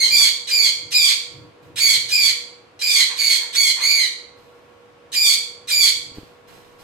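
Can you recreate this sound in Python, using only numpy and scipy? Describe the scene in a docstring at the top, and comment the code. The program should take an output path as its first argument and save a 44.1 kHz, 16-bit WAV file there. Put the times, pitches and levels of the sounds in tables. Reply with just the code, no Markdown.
"""A cockatoo screeches twelve times in a wire cage in a small, hard-walled room; the first is already under way.
Each screech starts as a rasp (noise), locks onto a shrill pitch (a stack of sine waves), doubles its period
(more sines halfway between) and turns rough, usually most at the end, as the pitch sags.
The bird also croaks and briefly sings a second note; rustles (noise) come now and then, and a few soft bumps
(ringing sines) near the end. An appliance hums (wavering sines) over background noise, and the hand-held
microphone rumbles and is rubbed (noise)."""
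import sys
import numpy as np
from scipy import signal
from scipy.fft import rfft, irfft, next_fast_len
from scipy.io import wavfile
from scipy.ndimage import uniform_filter1d, map_coordinates

SR = 44100
rng = np.random.default_rng(int(sys.argv[2]) if len(sys.argv) > 2 else 0)


def unload_wav(signal):
    """Save mono or channel-first audio to the path in sys.argv[1] as 16-bit WAV at rate SR, clipped to [-1, 1]."""
    wavfile.write(
        sys.argv[1],
        SR,
        np.round(np.clip(np.atleast_2d(signal).T, -1, 1) * 32767).astype(np.int16),
    )


N = 301203
TIME = np.arange(N) / SR  # seconds

# The screeches. Each row: start in seconds, length in seconds, relative effort in dB,
# swell from start to end in dB, top pitch in Hz, place of the top (0-1), share of the pitch lost by the end (0-1),
# length of the opening rasp in seconds, roughness when held (0-1), roughness at the end (0-1),
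# place where the period doubling is half grown (0-1), extra level of the fundamental in dB, treble in dB.
SCREECHES = [ (-.1, .18, -13, -9, 2240, 0.16, 0.06, .02, .3, 0.43, 0.78, -2.5, -3),
             (.1, 0.18, -14, -3.5, 2374, 0.15, 0.1, .012, 0.1, 0.69, 0.36, -1.5, 0.5),
             (0.47, .21, -16, 3.5, 2401, 0.2, .1, 0.048, .25, 0.53, 0.77, -1.5, -2.5),
             (0.907, .21, -15.5, -1, 2448, .2, 0.1, 0.039, .2, 0.82, 0.54, 0, 0),
             (1.758, 0.19, -15, 1, 2293, 0.31, 0.07, .05, .35, 0.64, 0.61, 1.5, 2),
             (2.085, 0.21, -16.5, 0, 2443, .23, 0.13, 0.041, .4, 0.66, .66, 1.5, 0),
             (2.791, 0.23, -17.5, 9.5, 2455, 0.12, .14, 0.036, .45, 0.68, 0.43, 2, 0.5),
             (3.16, 0.2, -18.5, 5.5, 2271, 0.23, 0.05, 0.026, 0.59, .65, .7, 1, 1.5),
             (3.526, 0.18, -16, 0, 2242, .42, 0.05, 0.044, 0.04, 0.48, .48, 1, 1.5),
             (3.801, .245, -17.5, -3.5, 2319, .42, .15, .018, .42, 0.35, 0.82, 3.5, -0.5),
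             (5.118, 0.22, -16, 3, 2411, 0.24, 0.08, 0.044, .15, 0.69, 0.53, -2, 2),
             (5.673, .217, -15.5, 1, 2376, 0.28, 0.08, 0.047, .25, 0.74, 0.63, -1.5, 2.5)]
# Harmonics of the screech pitch. Each row: multiple of the pitch, relative level in dB.
HARMONICS = [(1, -6), (2, 2.5), (3, -9.5), (4, -17), (5, -17), (6, -23.5), (7, -27.5)]
# Lines halfway between the harmonics. Each row: multiple of the pitch, relative level in dB.
HALF_LINES = [(.5, -28.5), (1.5, -3.5), (2.5, -8), (3.5, -11), (4.5, -14.5), (5.5, -20.5), (6.5, -31)]
# The rasp as throat and beak colour it at a pitch of 2200 Hz. Each row: frequency in Hz, relative dB per Hz.
RASP = [(500, -60.5), (1000, -27), (1750, -14), (2200, -8), (2720, -4.5), (3250, -9), (3700, -0.5),
        (4350, -12), (5150, -8), (6600, -15.5), (8200, -15.5), (9200, -17), (12000, -26), (16000, -34.5)]
# Air hissing through the open beak. 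Each row: frequency in Hz, relative dB per Hz.
FIZZ = [(1000, -11.5), (5500, -23.5), (7000, -23.5), (8400, -13), (10000, -5), (12200, -2.5), (13500, -11),
        (15500, -9.5)]
# Fixed filter on the screeches: gentle dips near 2.8, 5.4 and 9.4 kHz. Each row: frequency in Hz, gain in dB.
SCREECH_DIPS = [(2450, -1), (2800, -7), (3250, 0.5), (4900, -1), (5400, -3), (6000, 0), (8600, 0),
                (9400, -5.5), (10300, 0)]
# The treble shelf, which depends on where the beak points. It holds: where it begins and ends to rise, in Hz.
TREBLE_HZ = (5500, 10000)
# How fast the room's tail dies. Each row: frequency in Hz, time to fall by 60 dB in seconds.
ROOM_T60 = [(500, 0.46), (2000, 0.51), (4400, 0.5), (8000, .44), (15000, 0.27)]
# The bird's sound between the two microphone ports. Each row: frequency in Hz, left minus right in dB.
PORT_BALANCE = [(1200, -1.5), (2300, -2), (3400, -7.5), (4400, -5.5), (5800, 2.5), (6800, 4), (8200, -17.5),
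                (9600, 2), (15000, -3)]
# Background noise of the room. Each row: frequency in Hz, relative dB per Hz.
BACKGROUND = [(15, -67), (25, -31.5), (99, -15), (161, -17.5), (195, -17.5), (405, -12), (439, -14.5),
              (476, -6.5), (516, -14.5), (1070, -17.5), (1940, -23.5), (2410, -23), (6920, -40),
              (11900, -47.5), (16000, -63)]
# How alike noise is in both ports. Each row: frequency in Hz, left-right coherence (0-1).
PORT_LIKENESS = [(30, 0.66), (100, 0.95), (400, 0.41), (1000, 0.15), (4000, 0.074)]
# Tones of the appliance. Each row: frequency in Hz, level in dB before the left-right balance.
HUM = [(483.5, -54), (554.5, -66), (662, -75.5), (965, -68.5), (1104, -63.5), (1378, -70)]
# Rumble of the hand on the case. Each row: frequency in Hz, relative dB per Hz.
RUMBLE = [(25, -32.5), (60, -14.5), (110, 4.5), (160, 1), (210, -21), (310, 2), (450, -27), (1000, -49)]
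# The hand shifts and rubs on the case. Each row: middle in seconds, length in seconds, peak level in dB.
RUBS = [(.17, 0.47, -50), (.84, 0.2, -52), (1.0, 0.53, -57), (1.41, 0.34, -46), (1.7, 0.23, -49),
        (1.93, 0.72, -53.5), (2.26, .22, -51.5), (4.451, 0.26, -62), (5.101, 1.0, -68.5),
        (6.08, 0.6, -52.5)]
# Soft bumps on the microphone's case. Each row: start in seconds, peak level in dB.
BUMPS = [(6.119, -35.5), (6.174, -33), (6.184, -23.5), (6.232, -33)]
# Ringing of the bumped case. Each row: frequency in Hz, relative level in dB, time to fall by 60 dB in seconds.
CASE = [(96.4, -0.5, 0.08), (191.3, 8, 0.021), (303, 15, 0.024), (790, -3, 0.022)]
# Low croaks. Each row: start in seconds, length in seconds, relative level in dB, first pitch in Hz, last in Hz.
CROAKS = [(0.186, 0.041, -33.5, 1105, 1028), (3.067, 0.089, -37.5, 1344, 801),
          (3.371, 0.121, -44.5, 969, 823), (3.73, 0.15, -37, 911, 1243)]
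# The other side of the syrinx sings one falling note.
# It holds: start in seconds, length in seconds, relative level in dB, first pitch in Hz, last pitch in Hz.
SECOND_VOICE = (0.93, 0.156, -28, 4349.5, 3199.5)
# Rustles in the cage. Each row: start in seconds, relative level in dB,
# time to fall by 60 dB in seconds (a negative time makes the rustle grow instead).
RUSTLES = [(1.31, -60.5, 0.5), (1.62, -56, 0.3), (4.36, -61.5, 2.2), (6.139, -50.5, 0.77),
           (6.469, -51, 1.3), (6.781, -54, -8)]
# Colour of the rustles. Each row: frequency in Hz, relative dB per Hz.
RUSTLE_COLOUR = [(700, 7), (1800, 0), (4000, -0.5), (8000, -10), (10000, -11.5), (14000, -7.5),
                 (16000, -23.5)]

# How a screech runs
ONSET_DB, ONSET_S = -7.5, 0.039  # the effort builds up from this far below, in this time
OPENING_DB, LOCK_S = -8, 0.019  # the opening rasp is this much weaker, and locks onto the pitch this fast
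CREAK_HZ, CREAK = 81, 0.82  # the opening rasp comes in pulses: their rate and depth
DOUBLING, DOUBLING_S = 0.8, 0.069  # strength of the half lines, and the time they take to grow
BREAK_S = 0.08  # roughness moves to its end value over this last stretch
CHAOS = 0.82  # how much of a fully rough tone turns into noise
FADE_DB, FADE_S = -4, 0.059  # the effort gives way at the very end
FILLING_DB = -1  # change of the fundamental from the start of a screech to its end


def gain_of(db):
    """Turns decibels into amplitude."""
    return 10 ** (np.asarray(db) / 20)


def evened(x):
    """Scales a sound to an average (rms) strength of 1."""
    return x / np.sqrt(np.mean(np.abs(x) ** 2) + 1e-20)


def read(points, hz):
    """Reads values between the rows of a frequency table, on a log-frequency axis."""
    f, value = np.transpose(points)
    return np.interp(np.log(hz + 1), np.log(f + 1), value)


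def colour(x, spectrum):
    """Filters a sound by a (Hz, dB) table."""
    size = x.shape[-1]
    padded = next_fast_len(size + 2048)
    gain = gain_of(read(spectrum, np.fft.rfftfreq(padded, 1 / SR)))
    return irfft(rfft(x, padded) * gain, padded)[..., :size]


def wander(size, hz):
    """Random motion of rms 1, with speeds up to about hz."""
    padded = next_fast_len(size)
    f = np.fft.rfftfreq(padded, 1 / SR)
    slow = rfft(rng.standard_normal(padded)) * np.exp(-0.5 * (f / hz) ** 2)
    return evened(irfft(slow, padded)[:size])


def ramp(x):
    """Eases from 0 to 1 as x goes from 0 to 1."""
    return np.sin(np.pi / 2 * np.clip(x, 0, 1)) ** 2


def add(mix, s, sound):
    """Mixes a sound in at time s."""
    part = mix[max(round(s * SR), 0):][:len(sound)]
    part += sound[:len(part)]


def gesture(t, length, db, swell_db, top_hz, top_at, sag, opening, held_rough, end_rough, doubles_at):
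    """One screech, t seconds in: effort, pitch in Hz, roughness, share of noise, strength of the half lines."""
    place = t / length
    hz = top_hz * (1 - sag * np.abs((place - top_at) / (1 - top_at)) ** 1.5)
    unlocked = 1 - ramp((t - opening) / LOCK_S + 1)  # 1 in the opening rasp, 0 once on pitch

    onset_db = ONSET_DB * (1 - ramp(t / ONSET_S))
    fade_db = FADE_DB * ramp((t - length) / FADE_S + 1)
    edges_db = onset_db + OPENING_DB * unlocked + fade_db
    creak = np.exp(CREAK * unlocked * np.cos(2 * np.pi * CREAK_HZ * t))
    effort = gain_of(db + swell_db * (place - 0.5) + edges_db) * creak

    breaking = ramp((t - length) / BREAK_S + 1)
    rough = np.clip(held_rough + (end_rough - held_rough) * breaking, 0, 1)
    noisy = np.clip(unlocked + CHAOS * rough ** 2, 0, 1)
    doubling = DOUBLING * ramp((t - doubles_at * length) / DOUBLING_S + 0.5)
    return effort, hz, rough, noisy, doubling


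def screeches():
    """The syrinx swings with a shaky pitch; pushed harder it doubles its period, then turns chaotic."""
    jitter, rough_jitter = 0.01098, 0.0399  # pitch shake when smooth, and the extra when fully rough
    rasp_db, fizz_db = -1, -24
    attack, release = 0.0011, 0.027  # seconds
    out = np.zeros(N)
    shake = wander(N, 170)
    slip = 0.64 * wander(N, 120)  # the strong-weak alternation is less steady than the pitch
    puffs = np.exp(0.25 * wander(N, 190))  # the air flow is uneven
    rasp = evened(colour(rng.standard_normal(N), RASP))
    fizz = evened(colour(rng.standard_normal(N), FIZZ))
    for start, length, *manner, fullness_db, treble_db in SCREECHES:
        span = slice(max(round(start * SR), 0), round((start + length + release) * SR))
        t = TIME[span] - start
        effort, hz, rough, noisy, doubling = gesture(t, length, *manner)

        shaky_hz = hz * (1 + (jitter + rough_jitter * rough) * shake[span])
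        phase = 2 * np.pi * np.cumsum(shaky_hz) / SR
        lowest, *upper = (gain_of(db) * np.sin((k + 1) * phase) for k, (_, db) in enumerate(HARMONICS))
        tone = gain_of(fullness_db + FILLING_DB * (t / length - 0.5)) * lowest + sum(upper)
        halves = sum(gain_of(db) * np.sin((k + 0.5) * phase + slip[span])
                     for k, (_, db) in enumerate(HALF_LINES))

        # the chaos comes from the same membranes: playing the rasp faster or slower slides it with the pitch
        pace = np.cumsum(hz / 2200)
        chaos = map_coordinates(rasp[span.start:][:SR // 2], [pace], order=3)
        noise = gain_of(rasp_db) * noisy * chaos + gain_of(fizz_db) * fizz[span]
        voice = np.sqrt(1 - noisy ** 2) * evened(tone + doubling * halves) + noise

        gate = np.clip((t - t[0]) / attack, 0, 1) * np.clip((t[-1] - t) / release, 0, 1)
        voice = colour(voice * puffs[span], list(zip(TREBLE_HZ, (0, treble_db))))
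        out[span] += effort * gate * evened(voice)
    return colour(out, SCREECH_DIPS)


def room(x):
    """The direct sound, a few echoes off near walls, then a dense tail that dies fastest in the high treble."""
    direct_db, early_db, tail_db = -13.0, -2.5, -5
    size = SR * 4 // 5
    taps = rng.standard_normal((2, size)) * (np.arange(size) > 0.006 * SR)
    hz, t, z = signal.stft(taps, SR, nperseg=256)
    fading = gain_of(-60 * t / read(ROOM_T60, hz)[:, None])
    tail = signal.istft(z * fading, SR, nperseg=256)[1]
    response = gain_of(tail_db) * tail / np.linalg.norm(tail[0])
    for ear in response:
        at = (rng.uniform(0.0005, 0.011, size=16) * SR).astype(int)  # echo times, in samples
        ear[at] += gain_of(early_db) * rng.choice([-1, 1], len(at)) / np.sqrt(len(at))
    response[[0, 1], [1, 0]] += gain_of(direct_db)  # the right port is nearer by one sample
    return signal.fftconvolve(x[None], response, axes=1)[:, :N]


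def air(spectrum):
    """Diffuse noise, more or less alike in the two ports depending on its pitch."""
    a, b = rfft(rng.standard_normal((2, N)))
    same = np.clip(read(PORT_LIKENESS, np.fft.rfftfreq(N, 1 / SR)), -1, 1)
    other = same * a + np.sqrt(1 - same ** 2) * b
    return evened(colour(irfft(np.array([a, other]), N), spectrum))


def hum():
    """An appliance's steady tones, wavering slightly in pitch and level."""
    tones = np.zeros(N)
    for hz, db in HUM:
        phase = 2 * np.pi * np.cumsum(hz * (1 + 0.00278 * wander(N, 8.4))) / SR
        tones += gain_of(db) * np.sqrt(2) * np.sin(phase)
    left_db, right_db = -3, 1.5
    return gain_of([[left_db], [right_db]]) * tones * (1 + 0.2 * wander(N, 4.0))


def handling():
    """The hand rumbles on the case and rubs it (noise), and bumps it (the case rings and dies away)."""
    grip_db = -71.5  # rumble of the hand held still
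    level = gain_of(grip_db)
    for middle, length, db in RUBS:
        level = level + gain_of(db) * ramp(1 - 2 * np.abs(TIME - middle) / length)

    t, knocks = np.arange(SR // 4) / SR, np.zeros(N)
    ring = sum(gain_of(db - 60 * t / t60) * np.sin(2 * np.pi * hz * t) for hz, db, t60 in CASE)
    for s, db in BUMPS:
        add(knocks, s, gain_of(db) * ring / np.abs(ring).max())
    return knocks + level * air(RUMBLE)


def croaks():
    """Weak, slack and very unsteady swings of the syrinx: a gliding pitch and its octave."""
    out, shake = np.zeros(N), 1 + 0.16 * wander(N, 500)
    for s, length, db, first_hz, last_hz in CROAKS:
        size = int(length * SR)
        hz = np.linspace(first_hz, last_hz, size) * shake[round(s * SR):][:size]
        phase = 2 * np.pi * np.cumsum(hz) / SR
        voice = evened(np.sin(phase) + 1.4 * np.sin(2 * phase))
        add(out, s, gain_of(db) * voice * np.hanning(size))
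    return out


def second_voice():
    """The syrinx's other side: one shaky sine that falls quickly, then levels out."""
    start, length, db, first_hz, last_hz = SECOND_VOICE
    out, size = np.zeros(N), int(length * SR)
    hz = last_hz + (first_hz - last_hz) * np.linspace(1, 0, size) ** 1.8
    phase = 2 * np.pi * np.cumsum(hz * (1 + 0.04 * wander(N, 200)[:size])) / SR
    add(out, start, gain_of(db) * evened(np.sin(phase)) * signal.windows.tukey(size, 0.15))
    return out


def rustles():
    """Scuffs of slightly uneven noise that start quickly and fade; one with a negative time grows."""
    rise = 0.0076  # seconds
    level = np.zeros(N)
    for s, db, t60 in RUSTLES:
        fading = gain_of(db - 60 * np.maximum(TIME - s, 0) / t60)
        level += fading * np.clip((TIME - s) / rise, 0, 1)
    uneven = rng.standard_normal(N) * np.exp(0.083 * wander(N, 90))
    return level * evened(colour(uneven, RUSTLE_COLOUR))


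def scene():
    """The bird and its rustling cage in the room, over background noise, hum and handling."""
    background_db = -51.5
    bird = screeches() + second_voice() + croaks() + rustles()
    left, right = room(gain_of(4.5) * bird)
    # each port takes half of the left-right difference
    left = colour(left, [(hz, db / 2) for hz, db in PORT_BALANCE])
    right = colour(right, [(hz, -db / 2) for hz, db in PORT_BALANCE])
    return np.array([left, right]) + gain_of(background_db) * air(BACKGROUND) + hum() + handling()


def record(dry):
    """A limiter turns the loudest swells down, then a filter removes what lies above the band edge."""
    limit_db, edge_hz = -7.5, 15900
    power_db = 10 * np.log10(np.abs(uniform_filter1d((dry ** 2).max(0), size=128)) + 1e-12)
    recovery_db = 600 * TIME  # the level comes back by 600 dB a second
    held_db = np.maximum.accumulate(power_db + recovery_db) - recovery_db
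    over_db = np.maximum(held_db - limit_db, 0)
    held = dry / gain_of(uniform_filter1d(over_db, size=64))
    edge = signal.firwin(511, edge_hz, window=("kaiser", 9), fs=SR)
    return signal.oaconvolve(np.clip(held, -1, 1), edge[None], "same")


dry = scene()
out = record(dry)
unload_wav(out)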